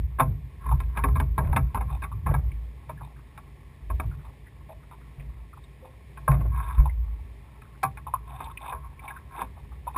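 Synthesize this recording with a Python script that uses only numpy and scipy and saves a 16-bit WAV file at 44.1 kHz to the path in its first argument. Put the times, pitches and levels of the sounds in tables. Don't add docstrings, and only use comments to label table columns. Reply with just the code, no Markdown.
import sys
import numpy as np
from scipy import signal
from scipy.fft import rfft, irfft, next_fast_len
from scipy.io import wavfile
from scipy.ndimage import uniform_filter1d

SR = 44100
rng = np.random.default_rng(int(sys.argv[2]) if len(sys.argv) > 2 else 0)


def wav_out(sig):
    wavfile.write(sys.argv[1], SR, np.round(np.clip(np.atleast_2d(sig).T, -1, 1) * 32767).astype(np.int16))


N = 439677
TIME = np.arange(N) / SR
RING = TIME[:SR // 2]
CALM_SWAY_DB, CALM_DRONE_DB = -48, -53


def knocks(lead_s=.008, bounce_db=-15, bounce_s=.023):
    # start_s, level_db, hardness_db, rattle_decay_s
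    blows = [(.187, -14.5, -26, 0.0095), (.199, -8, -14, 0.0094), (.659, -25, -19, 0.013),
             (0.804, -41, 5.5, 0.0024), (.963, -32, -16, 0.0036), (.973, -25, -4.5, 0.0075),
             (.99, -31, -9, .004), (1.039, -14.5, -11.5, 0.0062), (1.086, -27, -14, 0.0029),
             (1.156, -22, -11, 0.012), (1.202, -21, -10.5, 0.0036), (1.381, -13.5, -18, 0.0081),
             (1.448, -43.5, -4, .004), (1.473, -42, -2, 0.003), (1.529, -20.5, -16.5, 0.0032),
             (1.563, -17.5, -3.5, 0.0065), (1.747, -16.5, -21, 0.0057), (1.772, -22, -20, 0.0057),
             (1.808, -24, -17.5, 0.009), (2.022, -33, -3, 0.0056), (2.037, -34, 1, 0.0062),
             (2.263, -19, -16, 0.015), (2.289, -25.5, -17, 0.004), (2.341, -18.5, -15, 0.005),
             (2.893, -28.5, -12.5, 0.014), (3.378, -37, -7.5, 0.0036), (3.9, -23.5, -20.5, 0.0069),
             (4.0, -22.5, -12.5, 0.0032), (6.174, -36.5, -8, 0.0052), (6.279, -14, -20.5, 0.006),
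             (6.318, -36, 4, .002), (6.338, -29.5, -13, 0.0073), (6.409, -36, -9.5, 0.0056),
             (7.62, -52, 3, 0.0035), (7.832, -14.5, -9.5, 0.0094), (7.973, -42.5, 2.5, 0.0061),
             (8.403, -25, -17, 0.013), (8.724, -20.5, -22, 0.0058), (9.416, -19, -15, 0.0033),
             (9.962, -15, -22, 0.0048)]
    out = np.zeros(N)
    load_db = 20 * np.log10(np.hypot(swell()[0] / undb(CALM_SWAY_DB), 1))
    for s, level_db, hard_db, rattle_s in blows:
        chatter = rng.choice([-1, 1], len(RING)) * ticks(1800, len(RING))
        force = chatter * attack(.0012) * np.exp(-RING / max(rattle_s, .002))
        bounces = rng.standard_normal(len(RING)) * ticks(300, len(RING))
        force += bounces * undb(bounce_db) * np.exp(-RING / bounce_s)
        force[0] = 1
        hit = wood(force, scatter_db=2, crack_db=2, crack_t60=.06, detune=.009)
        hit = np.pad(hit, (int(lead_s * SR), 0))
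        hit = band(hit, 4440, "low")
        low = band(band(hit, 410, "low"), 880, "low")
        bright = band(hit, 1506, "high")
        middle = hit - low - bright
        low_db = -20.5 + .51 * hard_db + .37 * np.interp(s, TIME, load_db)
        for part, db in ((low, low_db), (middle, -13.5), (bright, hard_db - 5)):
            add(out, s - lead_s - .0012, part * undb(level_db + db) / envelope(part, .02).max())
    return out


def wood(force, scatter_db=0, crack_db=0, crack_t60=.05, detune=0):
    # pitch_hz, level_db, t60_s
    modes = [(195, -21.5, 0.23), (253.6, -26, 0.19), (278, -23, 0.16), (408, -25, 0.28), (502.7, -21, 0.2),
             (641.6, -14.5, 0.17), (685, -20, 0.16), (779.6, -15, 0.15), (884, -11, 0.08), (939.6, 0, 0.08),
             (1068.7, 4.5, 0.075), (1136.4, -2, 0.097), (1309, -6, 0.063), (1524, -8.5, 0.024),
             (1635, -4.5, 0.039), (2082, -12, 0.043), (2259, -8, 0.033), (2510, -8.5, 0.027),
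             (3630, -15.5, 0.019)]
    # frequency_hz, level_db
    crack_spectrum = [(130, -2), (400, -22.5), (900, 12.5), (1300, 2.5), (1650, -8.5), (1900, -14.5),
                      (2500, -15.5), (3150, -36.5), (3700, -39), (4400, -43.5), (5200, -24), (5900, -30)]
    tones = ring(modes[::2], scatter_db, detune) - ring(modes[1::2], scatter_db, detune)
    crack = noise(crack_spectrum, len(RING)) * undb(crack_db - 60 * RING / crack_t60)
    return signal.fftconvolve(force, tones + crack)[:len(force)]


def oar_drop(start_s=7.831, level_db=-28.5):
    out = np.zeros(N)
    snap = noise([(3000, -14), (4300, -1), (5900, -6)], len(RING)) * undb(-12.5 - 60 * RING / .059)
    tones = ring([(779, 11.2, .13), (1550, 3.3, .06)]) * attack(.0023)
    add(out, start_s, undb(level_db) * (snap + tones))
    return out


def oar_catch(start_s=6.278, level_db=-14):
    # pitch_hz, level_db, t60_s
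    lock_modes = [(620, -10.5, 0.15), (1066, 0, 0.15), (1593, -2, 0.038)]
    out = np.zeros(N)
    add(out, start_s, undb(level_db) * ring(lock_modes) * attack(.0016))
    return out


def grinding(slips_per_s=1300):
    # full_pressure_s, hold_s, level_db
    turns = [(.68, 0.037, -39), (.97, 0.11, -44), (1.42, 0.37, -50.5), (1.9, 0.055, -48.5),
             (2.31, 0.052, -49), (6.565, 0.25, -37), (8.29, 0.38, -47.5), (8.66, 0.11, -42),
             (8.85, 0.041, -50), (9.05, 0.13, -45), (9.39, 0.013, -35.5)]
    slips = ticks(slips_per_s) * rng.standard_normal(N)
    slips *= undb(2.54 * rng.exponential(size=N) + 2.1 * walk(32))
    rub = wood(slips)
    # edges_hz, level_db
    zones = [([620, 930], -7), ([950, 1220], 1), ([1230, 2000], -7.5),
             ([2000, 2800], -16), ([3300, 4000], -28)]
    rub = sum(unit(band(rub, edges, "band")) * undb(db + 2 * walk(4.8)) for edges, db in zones)
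    pressure = surges(turns, rise=233.5, fall=298, sag=27.5)
    return rub / envelope(rub, .13) * pressure


def thumps(clatter_db=-16, clatter_t60=.41, cushion_db_per_s=1498):
    # start_s, level_db, push_s
    waves = [(0.208, -20.5, 0.0062), (.735, -26, 0.0067), (1.055, -27, 0.0064), (1.386, -17, 0.0017),
             (1.48, -11, 0.015), (2.268, -20.5, 0.0015), (5.18, -29, 0.0064), (6.291, -10.5, 0.0035),
             (6.389, -23.5, 0.0074), (6.779, -4.5, 0.016)]
    # pitch_hz, level_db, t60_s
    hull_modes = [(57.2, 3, 0.29), (79.4, -21, 0.23), (116, -25.5, 0.068), (139.9, 7.5, 0.44)]
    # frequency_hz, level_db
    board_spectrum = [(180, -5), (280, 1.5), (400, -3.5), (650, 3.5), (1100, -8.5), (1700, -13.5),
                      (2600, -25.5), (4000, -44.5)]
    out = np.zeros(N)
    for s, db, push_s in waves:
        push = np.sin(np.pi * np.minimum(RING / push_s, 1))
        boom = signal.fftconvolve(push, ring(hull_modes))[:len(RING)]
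        clatter = noise(board_spectrum, len(RING)) * attack(.0092)
        clatter *= undb(3.8 * walk(90)[:len(RING)] - 60 * RING / clatter_t60)
        clatter *= undb(clatter_db - cushion_db_per_s * push_s)
        add(out, s, undb(db) * (boom / np.abs(boom).max() + clatter))
    return out


def rumble():
    # frequency_hz, level_db
    sway_spectrum = [(28, -32), (40, -19), (50, 1), (58, 14.5), (68, -3.5), (79, 2.5), (95, -19),
                     (125, -53)]
    # frequency_hz, level_db
    drone_spectrum = [(80, -17.5), (103, 0.5), (118, -10), (128, -1.5), (140, 1.5), (160, -13),
                      (200, -25.5), (300, -33.5), (450, -39)]
    swaying, droning = swell()
    sway, drone = noise(sway_spectrum), noise(drone_spectrum)
    gusts_db = 1.6 * walk(7.4)
    sway_gain = np.hypot(swaying, undb(CALM_SWAY_DB + gusts_db))
    drone_gain = np.hypot(droning, undb(CALM_DRONE_DB + gusts_db / 2))
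    return sway / envelope(sway, .13) * sway_gain + drone / envelope(drone, .18) * drone_gain


def swell():
    # crest_s, hold_s, sway_db, drone_db
    swells = [(0, 0.009, -23.5, -35.5), (0.249, 0.057, -29.5, -27.5), (0.73, 0.02, -18, -27.5),
              (1.045, 0.19, -20.5, -30), (1.434, 0.18, -23, -28), (1.772, 0.18, -28.5, -37.5),
              (2.157, .01, -32, -34), (2.3, 0.036, -22.5, -26), (2.448, 0.066, -26, -40.5),
              (2.934, 0.06, -41, -40.5), (3.92, 0.021, -25.5, -47), (4.072, 0.015, -33.5, -32),
              (5.292, 0.023, -36, -51), (6.353, 0.045, -21, -23.5), (6.473, 0.11, -26.5, -37),
              (6.798, 0.027, -19, -36.5), (6.982, 0.053, -25.5, -62), (7.868, 0.023, -42, -39.5),
              (8.037, 0.4, -42.5, -48), (8.77, 0.039, -39, -51), (9.445, 0.54, -42.5, -56)]
    s, hold_s, sway_db, drone_db = np.transpose(swells)
    return (surges(zip(s, hold_s, sway_db), rise=187, fall=71),
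            surges(zip(s, hold_s, drone_db), rise=187, fall=112.5))


def slaps(pocket_t60=.013, slosh_t60=.1):
    # start_s, pitch_hz, level_db, relative_slosh_db
    pockets = [(.714, 1006, -31.5, 4), (2.116, 1085, -41.5, 2), (6.856, 943, -33, 5),
               (8.067, 957, -35.5, 7), (8.138, 1043, -23.5, -2.5), (9.869, 930, -30.5, 10)]
    out = np.zeros(N)
    for s, hz, db, slosh_db in pockets:
        pocket = bubble(hz, pocket_t60) * attack(.0014) ** 2
        echoes = rng.standard_normal(len(RING)) * undb(-60 * RING / slosh_t60)
        slosh = signal.fftconvolve(pocket, echoes / np.linalg.norm(echoes))[:len(RING)]
        slap = pocket + slosh * undb(slosh_db)
        add(out, s, slap * undb(db) / envelope(np.pad(slap, len(RING)), .02).max())
    return out + spray(out, relative_db=-26)


def plops():
    # start_s, pitch_hz, level_db, t60_s
    drips = [(0.723, 900, -24, 0.045), (2.517, 2220, -37.5, 0.03), (2.895, 621, -32, 0.093),
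             (2.975, 1700, -47, .09), (4.69, 641, -42.5, 0.26), (5.825, 517, -46, 0.46),
             (3.047, 3670, -50, 0.026), (5.638, 3700, -49.5, 0.046), (6.895, 2055, -37, 0.048),
             (8.442, 3620, -39.5, 0.034), (8.573, 2470, -26.5, 0.035), (8.993, 2305, -38.5, 0.043),
             (9.079, 2254, -28.5, 0.059), (9.105, 1645, -30, 0.053)]
    out = np.zeros(N)
    for s, hz, db, t60 in drips:
        splash = noise([(hz / 2, -26), (hz, 0), (hz * 2, -38)], len(RING)) * undb(-8 - 60 * RING / t60)
        add(out, s, (bubble(hz, t60) + splash) * attack(.0016) * undb(db))
    return out


def gurgles(count=48, bubbles_per_s=150, ring_cycles=61, spread_oct=.173):
    # start_s, length_s, centre_hz, level_db
    pulls = [(6.56, .2, 1060, -47), (8.272, 0.14, 832, -48.5), (8.406, .11, 920, -43),
             (8.611, .09, 920, -42), (8.661, .045, 947, -39.5), (9.019, .1, 934, -46),
             (9.351, 0.087, 853, -40)]
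    out = np.zeros(N)
    for s, length_s, hz, db in pulls:
        string = np.zeros(N)
        for k, (late, offset, strength) in enumerate(rng.standard_normal((count, 3))):
            delay = (k + .397 * late) / bubbles_per_s
            if delay < length_s:
                pitch = hz * 2 ** (spread_oct * offset)
                add(string, delay, bubble(pitch, ring_cycles / pitch) * undb(3.9 * strength))
        string = string[:len(RING)]
        add(out, s, string * undb(db) / envelope(string, .04).max())
    return out + spray(out, relative_db=-11.5)


def laps(far_count=20, far_hz=1150, far_db=-60):
    # start_s, centre_hz, level_db, spread_s
    near_laps = [(1.9, 930, -45, 0.015), (3.008, 1056, -43.5, 0.0071), (4.112, 1250, -51.5, 0.0094),
                 (4.245, 980, -52, 0.018), (4.466, 1810, -54, 0.0046), (4.69, 845, -48, .008),
                 (4.905, 1030, -48.5, 0.0085), (5.195, 2280, -54.5, 0.0074), (5.53, 1205, -48.5, 0.0052),
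                 (5.572, 1030, -48.5, 0.0038), (5.843, 900, -50.5, .009), (9.163, 1470, -43, 0.004),
                 (9.376, 400, -46, .014), (9.567, 950, -52, .008), (9.715, 1100, -53, .009),
                 (9.942, 1090, -41.5, .006)]
    out = np.zeros(N)
    for s, hz, db, spread_s in near_laps:
        add(out, s, wavelet(hz, spread_s) * undb(db))
    for when, octave in rng.random((far_count, 2)):
        add(out, when * N / SR, wavelet(far_hz * 2 ** (octave - .5)) * undb(far_db))
    return out + spray(out, relative_db=-16)


def wavelet(hz, spread_s=.0055, count=22):
    cloud = np.zeros(N)
    for delay, offset in zip(spread_s * rng.gamma(1.5, 1, count), rng.standard_normal(count)):
        pitch = hz * 2 ** (.23 * offset)
        add(cloud, delay, bubble(pitch, 20 / pitch) * attack(.00077) * undb(-2 * offset ** 2))
    cloud = cloud[:len(RING)]
    return cloud / envelope(cloud, .02).max()


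def bubble(hz, t60):
    phase = 2 * np.pi * hz * (RING + .017 * np.minimum(RING / t60, 1) * RING)
    return np.sin(phase) * attack(.00017) * undb(-60 * RING / t60)


def spray(water, relative_db, drops_per_s=450):
    patter = wood(ticks(drops_per_s) * rng.standard_normal(N))
    return unit(band(patter, [2500, 4100], "band")) * envelope(water, .015) * undb(relative_db)


def sea(wash_db=-58.5, fizz_db=-65.5):
    # frequency_hz, level_db
    wash_spectrum = [(170, 0), (370, -8.5), (410, -3), (450, -10.5), (600, -13.5), (1090, -16.5),
                     (1270, -27.5), (1500, -27.5), (1750, -14.5), (2350, -15), (2800, -22.5), (3600, -23.5),
                     (4300, -29.5), (5900, -31)]
    wash = noise(wash_spectrum) * undb(wash_db + .78 * walk(5.4))
    ripples = ticks(400) * rng.standard_normal(N) * undb(2.4 * walk(9))
    fizz = wood(ripples, crack_db=4, crack_t60=.06)
    return wash + unit(fizz) * undb(fizz_db)


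def undb(db):
    return 10 ** (np.asarray(db) / 20)


def unit(x):
    return x / np.sqrt(np.mean(x ** 2))


def envelope(x, seconds):
    return np.sqrt(np.abs(uniform_filter1d(x ** 2, max(int(seconds * SR), 1))) + 1e-18)


def attack(seconds):
    return 1 - np.exp(-RING / seconds)


def ticks(per_s, size=N):
    return rng.random(size) < per_s / SR


def add(out, s, x):
    i = max(int(s * SR), 0)
    out[i:i + len(x)] += x[:max(N - i, 0)]


def band(x, edges_hz, kind):
    return signal.sosfiltfilt(signal.butter(2, edges_hz, kind, fs=SR, output="sos"), x, padtype=None)


def noise(points, size=N):
    hz, db = np.transpose(points)
    fast = next_fast_len(size, True)
    bins_hz = np.maximum(np.arange(fast // 2 + 1) * SR / fast, 1)
    gain = undb(np.interp(np.log(bins_hz), np.log(hz), db, left=-100, right=-100))
    return unit(irfft(rfft(rng.standard_normal(fast)) * gain, fast)[:size])


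def walk(rate):
    hold = int(SR / rate)
    steps = np.repeat(rng.standard_normal(N // hold + 1), hold)
    return unit(uniform_filter1d(steps, hold)[:N])


def surges(events, rise, fall, sag=0):
    t = TIME[::64]
    power = 0
    for s, hold, db in events:
        held_db = db - rise * np.maximum(s - t, 0) - sag * np.clip(t - s, 0, hold)
        power += undb(held_db - fall * np.maximum(t - s - hold, 0)) ** 2
    return np.interp(TIME, t, np.sqrt(power))


def ring(modes, scatter_db=0, detune=0):
    spot = rng.standard_normal((len(modes), 2))
    return sum(undb(db + scatter_db * weight - 60 * RING / t60)
               * np.sin(2 * np.pi * hz * (1 + detune * shift) * RING)
               for (weight, shift), (hz, db, t60) in zip(spot, modes))


def scene():
    oars = knocks() + oar_drop() + oar_catch() + grinding()
    hull = thumps() + rumble()
    water = slaps() + plops() + laps() + gurgles() + sea()
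    return (oars + hull + water)[None]


def record(dry):
    hold_hz, top_hz = 12000, 15000
    slow = signal.resample_poly(dry, hold_hz, SR, axis=1)
    slow = signal.sosfilt(signal.butter(4, [36, 5800], "band", fs=hold_hz, output="sos"), slow)
    held = signal.resample_poly(np.repeat(slow, 8, axis=1), SR, 8 * hold_hz, axis=1)[:, :N]
    return signal.sosfilt(signal.ellip(8, .2, 70, top_hz, fs=SR, output="sos"), held)


dry = scene()
out = record(dry)
wav_out(out)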